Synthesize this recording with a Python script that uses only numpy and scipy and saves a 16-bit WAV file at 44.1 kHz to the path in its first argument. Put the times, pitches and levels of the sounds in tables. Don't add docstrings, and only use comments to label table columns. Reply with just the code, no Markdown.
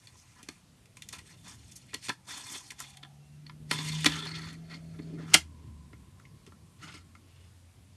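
import sys
import numpy as np
from scipy import signal
from scipy.io import wavfile

SR = 44100
rng = np.random.default_rng(int(sys.argv[2]) if len(sys.argv) > 2 else 0)


def inscribe(sig):
    pcm = np.round(np.clip(np.atleast_2d(sig).T, -1, 1) * 32767)
    wavfile.write(sys.argv[1], SR, pcm.astype(np.int16))


N = 351036

LANDS_S, LAID_DOWN_S, SHUT_S = 3.7, 4.08, 5.3
IN_HAND_HZ, ON_TABLE_HZ = 1000, 1400
TABLE, LOWER, MIDDLE, UPPER = range(4)


def amp(db):
    return 10 ** (np.asarray(db) / 20)


def rms_one(x):
    return x / np.sqrt(np.mean(x ** 2) + 1e-20)


def in_time(rows):
    s, *columns = np.transpose(rows)
    return [np.interp(np.arange(N) / SR, s, column) for column in columns]


def while_on(rows, fade_s=0.55):
    t = np.arange(N) / SR
    return np.clip(np.minimum(t - rows[0][0], rows[-1][0] - t) / fade_s + .5, 0, 1)


def drift(rate_hz):
    r = np.exp(-80 * np.pi * rate_hz / SR)
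    slow = signal.lfilter([1], [1, -2 * r, r * r], rng.standard_normal(N // 40 + 2002))[2000:]
    return np.interp(np.arange(N) / 40, np.arange(len(slow)), rms_one(slow))


def resonate(x, hz, width_hz):
    r = np.exp(-np.pi * width_hz / SR)
    b = np.sqrt((1 - r * r) / 2)
    return signal.lfilter([b, 0, -b], [1, -2 * r * np.cos(2 * np.pi * hz / SR), r * r], x)


def band(x, low_hz, high_hz):
    sos = signal.butter(2, [low_hz, high_hz], "band", fs=SR, output="sos")
    return signal.sosfilt(sos, x) * np.sqrt(SR / 2 / (high_hz - low_hz))


def coloured(spectrum, patchy_db):
    hz, level_db = np.transpose(spectrum)
    out, white = 0, rng.standard_normal((2, N))
    edges = np.geomspace(hz[0], hz[-1], int(2.5 * np.log2(hz[-1] / hz[0])))
    for k, (low, high) in enumerate(zip(edges, edges[1:])):
        per_hz_db = np.interp(np.log(low * high) / 2, np.log(hz), level_db)
        level = amp(per_hz_db + patchy_db * drift(5.7)) * np.sqrt(high - low)
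        out = out + level * band(white[k % 2], low, high)
    return rms_one(out)


# mode_hz, width_hz, open_db, shut_db (relative levels)
MODES_OF_CASE = [(160, 39, -3, 2.5), (253, 37, 3.5, -3.5), (287.6, 31, 5.5, 2), (402, 32, -3.5, -7),
                 (1004, 80, -2.5, -8), (1220, 80, -7, -2.5), (1355, 76, -2, 1), (1752, 200, 3.5, -4),
                 (1920, 100, -0.5, -1), (2110, 100, 1, 4), (2454, 140, 1, -4), (2737, 120, -6.5, 2),
                 (2925, 90, -5.5, 0), (3170, 90, -5, -6), (3500, 120, 3.5, -0.5), (4363, 160, 3.5, -0.5),
                 (5050, 280, -5.5, 0), (5700, 750, 0.5, 0.5), (6540, 530, -2, 0.5), (6930, 220, -5.5, -1),
                 (8270, 300, -2, 1.5)]
# low_hz, high_hz, broad_db (relative level of the sound between the modes)
REGISTERS = [(110.8, 410, -4), (633, 1850, -3.5), (1753.3, 5200, -2.5), (5040, 12000, 0.5)]
RUB_BETWEEN_MODES_DB = -5


def case():
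    rub_levels, free_hz = rubbing()
    flat = np.arange(N) / SR >= LAID_DOWN_S
    shut = np.arange(N) / SR >= SHUT_S
    lowest_hz = np.where(flat, ON_TABLE_HZ, IN_HAND_HZ)
    friction, rattle = grit(2500, spread_db=3), grit(4000, spread_db=3)
    out, n = np.zeros(N), 0
    for k, (low, high, broad_db) in enumerate(REGISTERS):
        modes = [m for m in MODES_OF_CASE if low <= m[0] < high]
        register = 0
        for mode in modes + [None]:
            force, chatter = knocks(k, mode, lowest_hz)
            if not mode:
                force = force * np.roll(rattle, 997 * n)

            if mode and k in (LOWER, MIDDLE):
                free = lowest_hz if k == LOWER else free_hz
                rub_db = grip(mode[0], free, 7 + 3 * flat - 5 * shut, flat)
            else:
                rub_db = 2 * shut
            flicker_db = 3.5 * drift(28) + (0 if mode else RUB_BETWEEN_MODES_DB)
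            rub = rub_levels[k] * amp(flicker_db + rub_db)

            push = force + (rub + chatter) * np.roll(friction, 1499 * n)
            if mode:
                mode_hz, width_hz, open_db, shut_db = mode
                push = push * amp(np.where(shut, shut_db, open_db))
                register += resonate(push, mode_hz, width_hz) / np.sqrt(len(modes))
            else:
                register += amp(broad_db) * band(push, low, high)
            n += 1
        sos = signal.butter(2, [low / 1.2, high * 1.2], "band", fs=SR, output="sos")
        out += signal.sosfilt(sos, register)
    return out


# start_s, level_db (1.8-5 kHz), then relative to it thump_db (table),
# lower_db (0.7-1.8 kHz), upper_db (above 5 kHz); contact_ms, free_hz (the freest-ringing pitch)
KNOCKS = [(0.071, -45.5, -31, -16, -7, 2.5, 3937), (0.429, -47, -7, -38, -1.5, 2.6, 2720),
          (0.486, -35.5, -5.5, -3, -7, 3.57, 4950), (0.856, -57, -20, -5, -1, 3.3, 2520),
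          (0.969, -45.5, -13, -4, -2, 3, 2530), (1.0206, -36, -44, -37, -8.5, 1.9, 3080),
          (1.087, -41.5, -32, -31, 3.5, 4, 2860), (1.126, -39, -16, -7.5, -4.5, 11.2, 4750),
          (1.184, -43, -26, -11, -9.5, 10, 1760), (1.714, -57, -25, -24, 5.5, 9.9, 3800),
          (1.756, -59, -21, -18, 8, 19, 4520), (1.931, -44, -5, 0, -20, 6.1, 1910),
          (1.94, -30, -10.5, -11.5, -5.5, 7.3, 4220), (2.084, -33.5, -5, -5, -8, 3.26, 3990),
          (2.0918, -25, -8.5, -8.5, -9, 3.6, 4330), (2.096, -40.5, -22, 13.5, -24, 5.45, 1920),
          (2.026, -52, -25, -20, -8, 4, 4600), (2.286, -52, -16, 0, -11, 5, 3430),
          (2.557, -55, -18, 8, -10, 3, 1000), (2.704, -35.5, -26, -22, -7.5, 6, 2230),
          (2.717, -50.5, -2, 4, 2, 5.1, 2200), (2.802, -44.5, -10, 13, 9.5, 1.2, 1240),
          (2.969, -46.5, -23, -13, -6, 5, 3630), (3.028, -44, -12.5, -3.5, -22, 8.6, 3350),
          (3.048, -50, -11, 3, -20, 3.1, 3500), (3.464, -45, -21, -13, -18, 3.8, 4200),
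          (3.495, -42.5, -26, 3, -36, 2.93, 1950), (3.711, -22, -9.5, -3, -11.5, 4.37, 3800),
          (3.786, -34, -7.5, -3, -14, 3.4, 2770), (4.044, -22.5, -8.5, -2, -6, 2.5, 2000),
          (4.058, -14.5, -12, -6, -10.5, 5.53, 2531), (4.063, -19.5, -5.5, -9, -14, 3.97, 3450),
          (4.987, -53.5, 10, -1, -32, 14, 2130), (5.335, -23, -13.5, -10.5, -8, 5, 2166),
          (5.3396, -11, -16.5, -12.5, 0, 7.04, 2110), (5.347, -18.5, -5, 1.5, -2.5, 5, 2804),
          (5.928, -56, 7.5, 3, -19, 7.6, 2075), (6.196, -59.5, -2, 7.5, -9.5, 4.3, 2184),
          (6.251, -56.5, -9, -16, -22, 6.8, 2150), (6.464, -51.5, -6, -5, -3.5, 3.7, 3050),
          (6.474, -54, 6, 1, -14, 3, 1220), (6.52, -57.5, 6, 11, -18, 3.2, 1002),
          (6.939, -51, -2, 1.5, -9, 4.1, 4510), (7.151, -52, -2, 5, -13.5, 2.58, 2160)]
RATTLE_MS, RATTLE_DB = 8.8, -14
THUD_IN_HAND_HZ, THUD_ON_TABLE_HZ = 180, 300


def knocks(k, mode, lowest_hz):
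    force, loose = np.zeros((2, N + SR))
    decay = amp(RATTLE_DB) * np.exp(-np.arange(SR // 20) / SR * 1000 / RATTLE_MS)
    for s, mid, thump, lower, upper, ms, free in KNOCKS:
        start = at = round(s * SR)
        shape = contact(ms)
        if mode:
            share = rng.uniform(.15, 1) if k != TABLE else .8
            shape = np.sqrt([np.sum(shape ** 2)])
            at = start + round(share * ms * SR / 1000)

        grip_db = 0
        if k == TABLE and mode:
            grip_db = grip(mode[0], THUD_IN_HAND_HZ if s < LANDS_S else THUD_ON_TABLE_HZ, 5)
        elif k in (LOWER, MIDDLE) and mode:
            ringing_hz = lowest_hz[at] if k == LOWER and free >= ON_TABLE_HZ else free
            grip_db = grip(mode[0], ringing_hz, -.2 * mid / (3 - k))
        elif k in (LOWER, MIDDLE):
            grip_db = .3 * mid + 6

        relative_db = [thump, lower, 0, upper][k]
        strength = amp(mid + relative_db + grip_db + 4 + 1.5 * rng.standard_normal())
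        force[at:at + len(shape)] += shape * strength
        loose[start:start + len(decay)] += decay * strength * amp(-.15 * (mid + 40))
    return force[:N], loose[:N]


def contact(ms):
    t_ms = np.arange(int(.04 * SR)) / SR * 1000
    return (1 - np.exp(-t_ms / (0.47 * ms))) * np.exp(-(t_ms / ms) ** 2)


PARTNER_RATIO = 2.2


def grip(hz, free_hz, depth_db, flat=0):
    free, partner = (np.exp(-(np.log2(hz * ratio / free_hz) / .21) ** 2) for ratio in (1, PARTNER_RATIO))
    return depth_db * (free + .8 * flat * partner - .5)


# start_s, length_s, level_db (1.8-5 kHz), change_db (over the stroke),
# lower_db (0.7-1.8 kHz) and upper_db (above 5 kHz) relative to level_db, free_hz (the freest-ringing pitch)
STROKES = [(0.0, 0.59, -71, 1, -2, 2, 2390), (0.172, 0.066, -69.5, -1.5, -17, 8.5, 3800),
           (0.373, 0.023, -66, 3.5, 3.5, -4, 2100), (0.99, 1, -72, 5.5, -11, 1.5, 3040),
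           (1.14, 0.071, -53.5, -12.5, -3.5, -1, 2520), (1.272, 0.064, -60.5, 0, -7, -1, 1730),
           (1.463, 0.055, -54, 0, -3, 2, 3500), (1.768, 0.029, -63, -6, -15, 6, 3320),
           (1.896, 0.016, -57, -7, -20, -6, 2300), (2.04, 0.026, -50, 2.5, -13, 3.5, 4220),
           (2.293, 0.13, -47, -6, -2.5, 1.5, 3400), (2.425, 0.13, -56.5, 8, -2, 3.5, 3900),
           (2.564, 0.13, -50.5, -13.5, -8, 4, 3870), (2.796, 0.15, -50.5, -12, -8, -1, 3660),
           (3.715, 0.18, -38.5, -9, -7.5, -5, 3470), (3.881, 0.3, -40, -9, -12, -4.5, 3520),
           (4.093, 0.25, -39.5, -10, -2.5, -7.5, 3200), (4.268, 0.26, -46.5, -9, -3.5, -8, 4290),
           (4.564, 0.83, -71.5, 3.5, -1, -7, 4850), (4.709, 0.034, -55.5, 4.5, -5, -10, 4500),
           (5.2, 0.055, -59.5, -1, 5.5, -9, 1889), (5.28, 0.049, -57, 6.5, 2.5, -7, 1930),
           (6.835, 0.028, -51, -5.5, -1, -10, 1940), (6.88, 0.047, -53, -2.5, 1, -9, 3300),
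           (6.941, 0.041, -52.5, -8, -1.5, -11, 2100), (7.284, 0.19, -72.5, 1, -8, -9.5, 3000)]
PRESS_DB_PER_S, LIFT_DB_PER_S = 447, 348


def rubbing():
    t = np.arange(0, N, 64) / SR
    start, length, level, change, *colour = np.array(STROKES).T[:, :, None]
    run_db = level + change * np.clip((t - start) / length, 0, 1)
    press = PRESS_DB_PER_S * amp(0.35 * (level + 55))
    stroke_db = run_db - press * np.maximum(start - t, 0) - LIFT_DB_PER_S * np.maximum(t - start - length, 0)
    strongest = stroke_db.argmax(axis=0)
    courses = [stroke_db.max(axis=0)] + [c[strongest, 0] for c in colour]
    mid_db, lower_db, upper_db, free_hz = [np.interp(np.arange(N) / SR, t, c) for c in courses]

    rasp_db = 1.8 * drift(40)
    table_db = lower_db - 7 - 5 * (np.arange(N) < LANDS_S * SR)
    levels = amp(mid_db + rasp_db + [table_db, lower_db, 0 * mid_db, upper_db])
    levels[TABLE] += hinge()
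    return levels, free_hz * 2 ** (.07 * drift(9))


# start_s, level_db
HINGE = [(4.55, -63), (4.95, -65), (5.15, -50), (5.22, -52), (5.33, -62.5)]


def hinge():
    return while_on(HINGE) * amp(in_time(HINGE)[0] + 2.5 * drift(15))


def grit(per_s, spread_db):
    sizes = amp(spread_db * np.minimum(rng.exponential(1, N), 4)) * rng.choice([-1, 1], N)
    return rms_one(sizes * (rng.random(N) < per_s / SR))


ROOM_T60_S, ROOM_DB, WALL_CUT_HZ = .135, -13, 13000


def room(x):
    t = np.arange(int(.4 * SR)) / SR
    tail = rng.standard_normal(len(t)) * amp(-60 * t / ROOM_T60_S) * (t > .004)
    tail = signal.sosfilt(signal.butter(1, WALL_CUT_HZ, fs=SR, output="sos"), tail)
    return amp(ROOM_DB) * signal.fftconvolve(x, tail / np.sqrt(np.sum(tail ** 2)))[:N]


# start_s, firing_hz, level_db
ENGINE = [(.7, 47.67, -66), (1.55, 55.3, -63.5), (2.0, 60, -67), (2.5, 64.4, -67.5), (3.5, 75.36, -56),
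          (3.95, 77.7, -43.5), (4.65, 81.85, -53.5), (5.1, 80.8, -49.5), (5.5, 80.3, -52.5),
          (5.8, 73.45, -51.5), (6.3, 64.7, -77)]
PULLING_DB = [-14.5, -3, -13]
COASTING_DB = [3.5, -15.5, -18.5]
THROTTLE_SHUT_S, THROTTLE_TAKES_S = 5.33, 0.05


def engine():
    shut = np.clip((np.arange(N) / SR - THROTTLE_SHUT_S) / THROTTLE_TAKES_S + .5, 0, 1)
    orders_db = [a + (b - a) * shut for a, b in zip(PULLING_DB, COASTING_DB)]
    return tones(ENGINE, orders_db, waver_db=2.0)


# start_s, pitch_hz, level_db
HUM = [(6.75, 88.1, -59.5), (7.96, 88.2, -55.5)]


def hum():
    return tones(HUM, [0], waver_db=1.5)


BOOM_HZ, BOOM_OCTAVES, BOOM_DB = 161, 0.29, 9


def tones(rows, orders_db, waver_db):
    hz, level_db = in_time(rows)
    turn, out = 2 * np.pi * np.cumsum(hz) / SR, 0
    for order, order_db in enumerate(orders_db, 1):
        boom_db = BOOM_DB * np.exp(-(np.log2(order * hz / BOOM_HZ) / BOOM_OCTAVES) ** 2)
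        level = amp(level_db + order_db + boom_db + waver_db * drift(4.6))
        out = out + level * np.sin(order * turn)
    return while_on(rows) * np.sqrt(2) * out


# start_s, rumble_db, tyre_db, tyre_hz (centre of the tyre hiss)
TRAFFIC = [(0, -62.5, -100, 910), (1.5, -55, -98, 900), (2.2, -61, -75, 887), (3.1, -62.5, -67, 754.4),
           (3.8, -48.5, -99, 693), (4.7, -54, -65.5, 662), (5.15, -53, -68, 618.6),
           (5.45, -52.5, -69, 1005), (6.72, -57, -76, 1080), (7.96, -60.5, -88, 1060)]
# (relative, per Hz)
RUMBLE = [(28, -51), (45, -20), (90, -4.5), (230, -15), (350, -24.5), (500, -31.5), (900, -42.5)]
TYRE_WIDTH_HZ = 120


def traffic():
    rumble_db, tyre_db, tyre_hz = in_time(TRAFFIC)
    sos = signal.butter(2, TYRE_WIDTH_HZ / 2, fs=SR, output="sos")
    slow = signal.sosfilt(sos, rng.standard_normal((2, N)))
    turn = 2 * np.pi * np.cumsum(tyre_hz) / SR
    tyres = rms_one(slow[0] * np.cos(turn) + slow[1] * np.sin(turn))
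    return amp(rumble_db) * coloured(RUMBLE, patchy_db=3.0) + amp(tyre_db) * tyres


# start_s, level_db
WHISTLE = [(3.19, -74), (3.4, -82)]
WHISTLE_HZ = 2720


def whistle():
    thin = resonate(resonate(rng.standard_normal(N), WHISTLE_HZ, 40), WHISTLE_HZ, 40)
    return while_on(WHISTLE, fade_s=.04) * amp(in_time(WHISTLE)[0]) * rms_one(thin)


# (relative, per Hz)
HISS = [(500, -2.5), (1400, -6), (2740, -6), (6500, -9), (8900, -8.5), (11500, -10), (13600, -14.5)]
HISS_DB = -66.5


def hiss():
    return amp(HISS_DB) * coloured(HISS, patchy_db=0.97)


def scene():
    near = case()
    far = engine() + hum() + traffic() + whistle()
    return (near + room(near) + far + hiss())[None]


TREBLE_TOP_HZ, CUTOFF_HZ = 11400, 16400


def record(dry):
    heard = signal.sosfilt(signal.butter(4, TREBLE_TOP_HZ, fs=SR, output="sos"), dry)
    rounded = .95 * np.tanh(heard / 1.05)
    return signal.sosfilt(signal.cheby2(12, 70, CUTOFF_HZ, fs=SR, output="sos"), rounded)


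dry = scene()
out = record(dry)
inscribe(out)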